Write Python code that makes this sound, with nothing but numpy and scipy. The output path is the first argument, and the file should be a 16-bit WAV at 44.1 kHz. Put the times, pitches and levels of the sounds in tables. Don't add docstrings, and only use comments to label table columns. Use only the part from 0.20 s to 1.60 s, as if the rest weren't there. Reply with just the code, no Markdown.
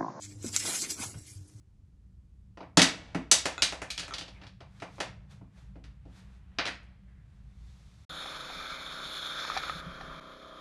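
import sys
import numpy as np
from scipy import signal
from scipy.fft import rfft, irfft, next_fast_len
from scipy.io import wavfile
from scipy.ndimage import uniform_filter1d, map_coordinates

SR = 44100
rng = np.random.default_rng(int(sys.argv[2]) if len(sys.argv) > 2 else 0)


def file_out(sig):
    cols = np.atleast_2d(sig).T
    lim = np.clip(cols, -1, 1)
    pcm = np.round(lim * 32767).astype(np.int16)
    wavfile.write(sys.argv[1], SR, pcm)


def field_ratio(decibels):
    return 10 ** (np.asarray(decibels, dtype=float) / 20)


N = 61739


def unit(x):
    return x / np.sqrt(np.mean(x ** 2) + 1e-20)


def wobble(rate):
    knot_at = np.arange(N) * np.clip(rate, .1, 120) / SR
    return map_coordinates(rng.standard_normal(200), [knot_at])


def coloured(x, points):
    m = next_fast_len(N + 8192)
    hz, level_db = np.transpose(points)
    bin_hz = np.fft.rfftfreq(m, 1 / SR)
    curve_db = np.interp(np.log(bin_hz + 1), np.log(hz + 1), level_db)
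    return unit(irfft(rfft(x, m) * field_ratio(curve_db), m)[:N])


def gestures(rows):
    t = np.arange(N) / SR
    power = np.zeros(N)
    for start, rise, hold, fall, level_db in rows:
        before = np.maximum(start - t, 0) / abs(rise)
        after = np.maximum(t - start - abs(hold), 0) / abs(fall)
        power += field_ratio(level_db - 20 * (before + after) ** 1.4) ** 2
    return np.sqrt(power)


def friction(points, per_s, spread_db, share, patchy_db, flutter_db):
    chance, size = rng.random((2, N))
    hit = np.tanh(np.maximum(per_s / SR - chance, 0) * 8 * SR / per_s)
    size_db = spread_db * np.minimum(-np.log(size), 2.9)
    slips = hit * field_ratio(size_db) * rng.standard_normal(N)
    z = signal.stft(share * unit(slips) + rng.standard_normal(N), nperseg=256)[2]
    field = uniform_filter1d(rng.standard_normal(z.shape), size=3, axis=0)
    field = uniform_filter1d(field, size=8, axis=1)
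    x = signal.istft(z * field_ratio(patchy_db * unit(field)), nperseg=256)[1][:N]
    return coloured(x * field_ratio(flutter_db * wobble(89.87)), points)


def ring(s, db, hz, t60, attack):
    t = np.maximum(np.arange(N) / SR - s, 0)
    envelope = field_ratio(-60 * t / t60) * (1 - np.exp(-(t / attack) ** 2))
    shape = envelope * np.sin(2 * np.pi * hz * t)
    return field_ratio(db) * shape / np.abs(shape).max()


def background():
    # pitch_hz, level_db, sway_rate (knots per s), sway_db
    hum_lines = [(100, -60, 13.77, 3.34), (200, -67.5, 8.04, 3.6), (301.7, -63, 25, 2)]
    # hz, level_db (per Hz)
    air_colour = [(12, -63), (30, -14.5), (64, -12), (102, 0), (162, -19), (179, -26.5), (305, -13.5),
                  (356, -21), (1200, -43), (1560, -68), (2640, -120)]
    # hz, level_db (per Hz)
    hiss_colour = [(470, -32), (800, -11.5), (1800, -10), (3400, -13), (5700, -4), (8500, -7.5),
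                   (14500, -15)]
    t = np.arange(N) / SR
    hum = np.zeros(N)
    for hz, db, rate, sway_db in hum_lines:
        level = np.sqrt(2) * field_ratio(db - 5.5 * (t - .7) + sway_db * wobble(rate))
        hum += level * np.sin(2 * np.pi * hz * t + 0.9 * wobble(rate))
    air_db = -54 - 3 * (t - .7) + 2.37 * wobble(7.83)
    air = field_ratio(air_db) * coloured(rng.standard_normal(N), air_colour)
    hiss = field_ratio(-65) * friction(hiss_colour, 500, 2.2, 0.41, 1.4, 0.46)
    return hum + air + hiss


def glove_crinkles():
    # peak_s, rise_s and fall_s (for 20 dB, sign ignored), level_db
    crinkles = [(0.043, 0.2, 0.03, -45.5), (0.106, -0.4, 0.08, -54.5), (0.247, .05, 0.13, -45),
                (.272, .04, 0.05, -41.5), (0.343, .04, 0.12, -38), (.367, .018, 0.02, -31.5),
                (.402, 0.0427, 0.0335, -33.5), (0.489, 0.09, 0.1062, -34), (.560, 0.0545, 0.0855, -35),
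                (0.623, .055, 0.0371, -29.5), (0.706, .026, 0.0332, -29.5), (.750, 0.0437, 0.13, -47),
                (0.829, .08, 0.0815, -38), (0.926, -0.3, 0.06, -55), (.990, .05, 0.0873, -56.5),
                (1.094, 0.0643, 0.0512, -51), (1.165, -0.08, 0.0477, -60.5), (1.39, .03, -0.78, -66),
                (.462, 0.0263, 0.05, -36.5), (1.045, .04, 0.1, -62.5)]
    # hz, level_db (per Hz)
    vinyl = [(1500, -31.5), (2600, -17.5), (3500, -12.5), (4700, -6), (6500, -2), (7900, -0.5), (8800, -15),
             (14500, -20)]
    swell = gestures([(s, rise, 0, fall, db) for s, rise, fall, db in crinkles])
    return swell * friction(vinyl, 4880, 2.6, 1.12, 3.86, 0.94)


def skin_rubs():
    # start_s (of the hold), rise_s, hold_s, fall_s, level_db
    rubs = [(.035, .04, .015, .06, -71), (.262, 0.029, .03, 0.032, -55), (.345, 0.036, .02, .04, -45),
            (.400, 0.029, 0.0178, .05, -43.5), (.460, 0.035, .11, 0.054, -36.5),
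            (.620, .04, .02, 0.045, -45), (.695, 0.055, 0.026, 0.047, -44), (.800, .04, 0.042, 0.0543, -44),
            (.880, 0.045, .02, 0.049, -48.5), (.985, 0.1, 0.0277, 0.088, -61),
            (1.072, .015, .04, 0.075, -53.5), (1.282, 0.0135, 0.0044, 0.013, -62)]
    # hz, level_db (per Hz)
    skin = [(2000, -43.5), (4000, -12.5), (6500, -8), (9000, -1.5), (10800, 2.5), (14500, -29.5)]
    return gestures(rubs) * friction(skin, 8300, 2.8, 0.98, 1.4, 1.56)


def paper_crumples():
    # start_s (of the hold), rise_s, hold_s, fall_s, level_db
    crumples = [(.030, 0.048, 0.0273, 0.0268, -53.5), (.105, 0.035, 0.017, 0.026, -61.5),
                (.262, 0.056, 0.021, 0.03, -50.5), (.338, 0.012, 0.081, .06, -42.5),
                (.460, 0.0516, 0.0502, 0.059, -37), (.540, .04, .025, 0.0476, -39.5),
                (.640, 0.021, 0.011, 0.038, -40.5), (.695, 0.018, 0.014, 0.075, -47),
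                (.800, 0.031, 0.04, 0.058, -43.5), (.890, .05, 0.063, .1, -61.5),
                (1.075, 0.111, 0.038, 0.091, -62)]
    # hz, level_db (per Hz)
    paper = [(700, -24.5), (1500, -11.5), (2100, 0.5), (3000, -4.5), (4200, -4.5), (5500, -8.5),
             (8000, -12), (14500, -35)]
    return gestures(crumples) * friction(paper, 3140, 1.5, 0.84, 2.23, 1.94)


def fold_snaps():
    # start_s, peak_db, pitch_hz
    snaps = [(.2283, -33, 7600), (.2452, -33, 7500), (.2640, -26, 7400), (.3633, -7, 7000),
             (.3648, -19, 6000), (.3660, -23, 7600), (.3742, -25, 6500), (.3750, -25, 7200),
             (.6200, -20, 7000), (.6292, -24, 6900), (.7068, -23, 7600), (.9862, -43, 7800),
             (1.280, -50, 9000)]
    out = np.zeros(N)
    for s, db, hz in snaps:
        out += ring(s, db, hz, 7.5 / hz, .0008)
        out += ring(s, db - 11.5, 0.57 * hz, 0.0025, 0.00084)
        out += ring(s, db - 20.5, 1342, 0.00267, 0.0004)
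        out += ring(s, db - 23, 12300, 0.006, 0.0004)
    return out


def couch_bumps():
    # start_s, peak_db, pitch_hz, t60_s
    bumps = [(0.2432, -26.5, 317, 0.015), (0.2565, -33, 240, 0.092), (.272, -43.5, 195, 0.066),
             (.250, -42.5, 557, 0.036), (.799, -34, 245, 0.044), (.814, -38.5, 1105, .03),
             (0.955, -33.5, 107, 0.026), (0.968, -38.5, 132, 0.03), (1.013, -46, 84, .045),
             (0.8, -50, 657.4, 0.0122), (0.981, -40, 97, 0.033), (0.856, -40.5, 111.3, 0.083),
             (0.9444, -48, 1367, 0.0086), (1.154, -39, 97, 0.12), (1.186, -46, 110, .07),
             (1.112, -46, 100, .06), (1.207, -42, 98.5, 0.091), (1.348, -42, 105, 0.1)]
    return sum(ring(s, db, hz, t60, 0.73 / hz) for s, db, hz, t60 in bumps)


def foot_drags():
    # start_s (of the hold), rise_s, hold_s, fall_s, level_db
    drags = [
        (.255, 0.0297, 0.034, 0.033, -56),
        (.340, .015, 0.0087, .03, -54),
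        (.405, 0.019, 0.0111, 0.035, -55),
        (.460, 0.0368, .05, 0.118, -42.5),
        (.635, 0.0237, 0.018, 0.047, -52.5),
        (.700, 0.035, 0.009, .05, -57.5),
        (.802, 0.043, 0.0247, 0.063, -44.5),
        (.950, .02, .015, 0.043, -59.5),
        (.885, 0.0275, .02, .03, -58.5),
    ]
    # hz, level_db (per Hz)
    pad = [(90, -33), (160, 1), (330, 2), (800, -1.5), (1500, -2), (2500, -57.5), (5000, -56)]
    return gestures(drags) * friction(pad, 1550, 1.9, 0.578, 3.1, 1.77)


def cushion():
    # start_s (of the hold), rise_s, hold_s, fall_s, level_db
    shifts = [
        (.290, 0.12, 0.045, 0.083, -52.5),
        (.600, 0.053, 0.127, 0.113, -51.5),
        (.870, 0.099, 0.095, 0.132, -60.5),
    ]
    # hz, level_db (per Hz)
    padding = [(60, -12), (130, -6.5), (240, 0), (380, -3.5), (700, -27)]
    return gestures(shifts) * field_ratio(2.0 * wobble(29.93)) * coloured(rng.standard_normal(N), padding)


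def room(x):
    t = np.arange(SR // 4) / SR
    t60_s = 0.11
    tail = rng.standard_normal(len(t)) * field_ratio(-60 * t / t60_s) * (t > .001)
    return signal.fftconvolve(x, tail / np.linalg.norm(tail))[:N]


def scene():
    floor = background()
    near = glove_crinkles() + skin_rubs() + paper_crumples() + fold_snaps() + couch_bumps() + foot_drags()
    start_s = 0.037
    near = near * np.minimum(0.34 + np.arange(N) / SR / start_s, 1)
    return (near + field_ratio(-10) * room(near) + floor + cushion())[None]


def mic_and_dropouts(x):
    # hz, level_db
    mic = [(9000, -0.5), (11200, -1.5), (11600, -7.5), (13600, 0), (13850, -30), (14300, -36), (15000, -52)]
    # start_s, end_s, pitch_hz, width_hz
    dropouts = [(.09, .14, 3000, 160), (.21, .24, 3150, 180), (.385, .43, 3000, 170),
                (.44, .475, 4500, 200), (.62, .665, 3250, 170), (.62, .66, 2600, 130),
                (.705, .785, 3080, 190), (.745, .775, 3850, 200), (.77, .82, 2750, 170),
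                (.87, .95, 3270, 190), (.985, 1.03, 3080, 190), (1.085, 1.15, 2600, 170),
                (1.11, 1.22, 3850, 220), (1.24, 1.3, 2800, 200)]
    hz, t, z = signal.stft(x, SR, nperseg=2048)

    band_db = 10 * np.log10(uniform_filter1d(np.abs(z) ** 2, size=32, axis=0) + 1e-20)
    gate_db, scatter_db = -94, 6
    scatter = rng.standard_normal((33, z.shape[1])).repeat(32, axis=0)[:len(hz)]
    top = 1 / (1 + field_ratio(10 * (gate_db - band_db + scatter_db * scatter)))

    field = uniform_filter1d(rng.standard_normal(z.shape), size=8, axis=0)
    field = unit(uniform_filter1d(field, size=3, axis=1))
    rarity, hole_db = 1.15, -34
    middle = (hz > 1710) & (hz < 4820)
    holes = 1 / (1 + np.exp(-8 * (field - rarity))) * middle[:, None]
    for start, end, mid_hz, width_hz in dropouts:
        hole = np.outer(np.abs(hz - mid_hz) < width_hz / 2, (t > start) & (t < end))
        holes = np.maximum(holes, hole)

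    mic_hz, mic_db = np.transpose(mic)
    gain = field_ratio(np.interp(hz, mic_hz, mic_db))[:, None]
    gain = gain * np.where(hz[:, None] > 11600, top, 1) * field_ratio(hole_db * holes)
    return signal.istft(z * gain, SR, nperseg=2048)[1][:N]


def top_cut(x):
    return signal.sosfilt(signal.butter(12, 15110, fs=SR, output="sos"), x)


def record(dry):
    mix = mic_and_dropouts(dry[0])[None]
    return top_cut(mix)


dry = scene()
out = record(dry)
file_out(out)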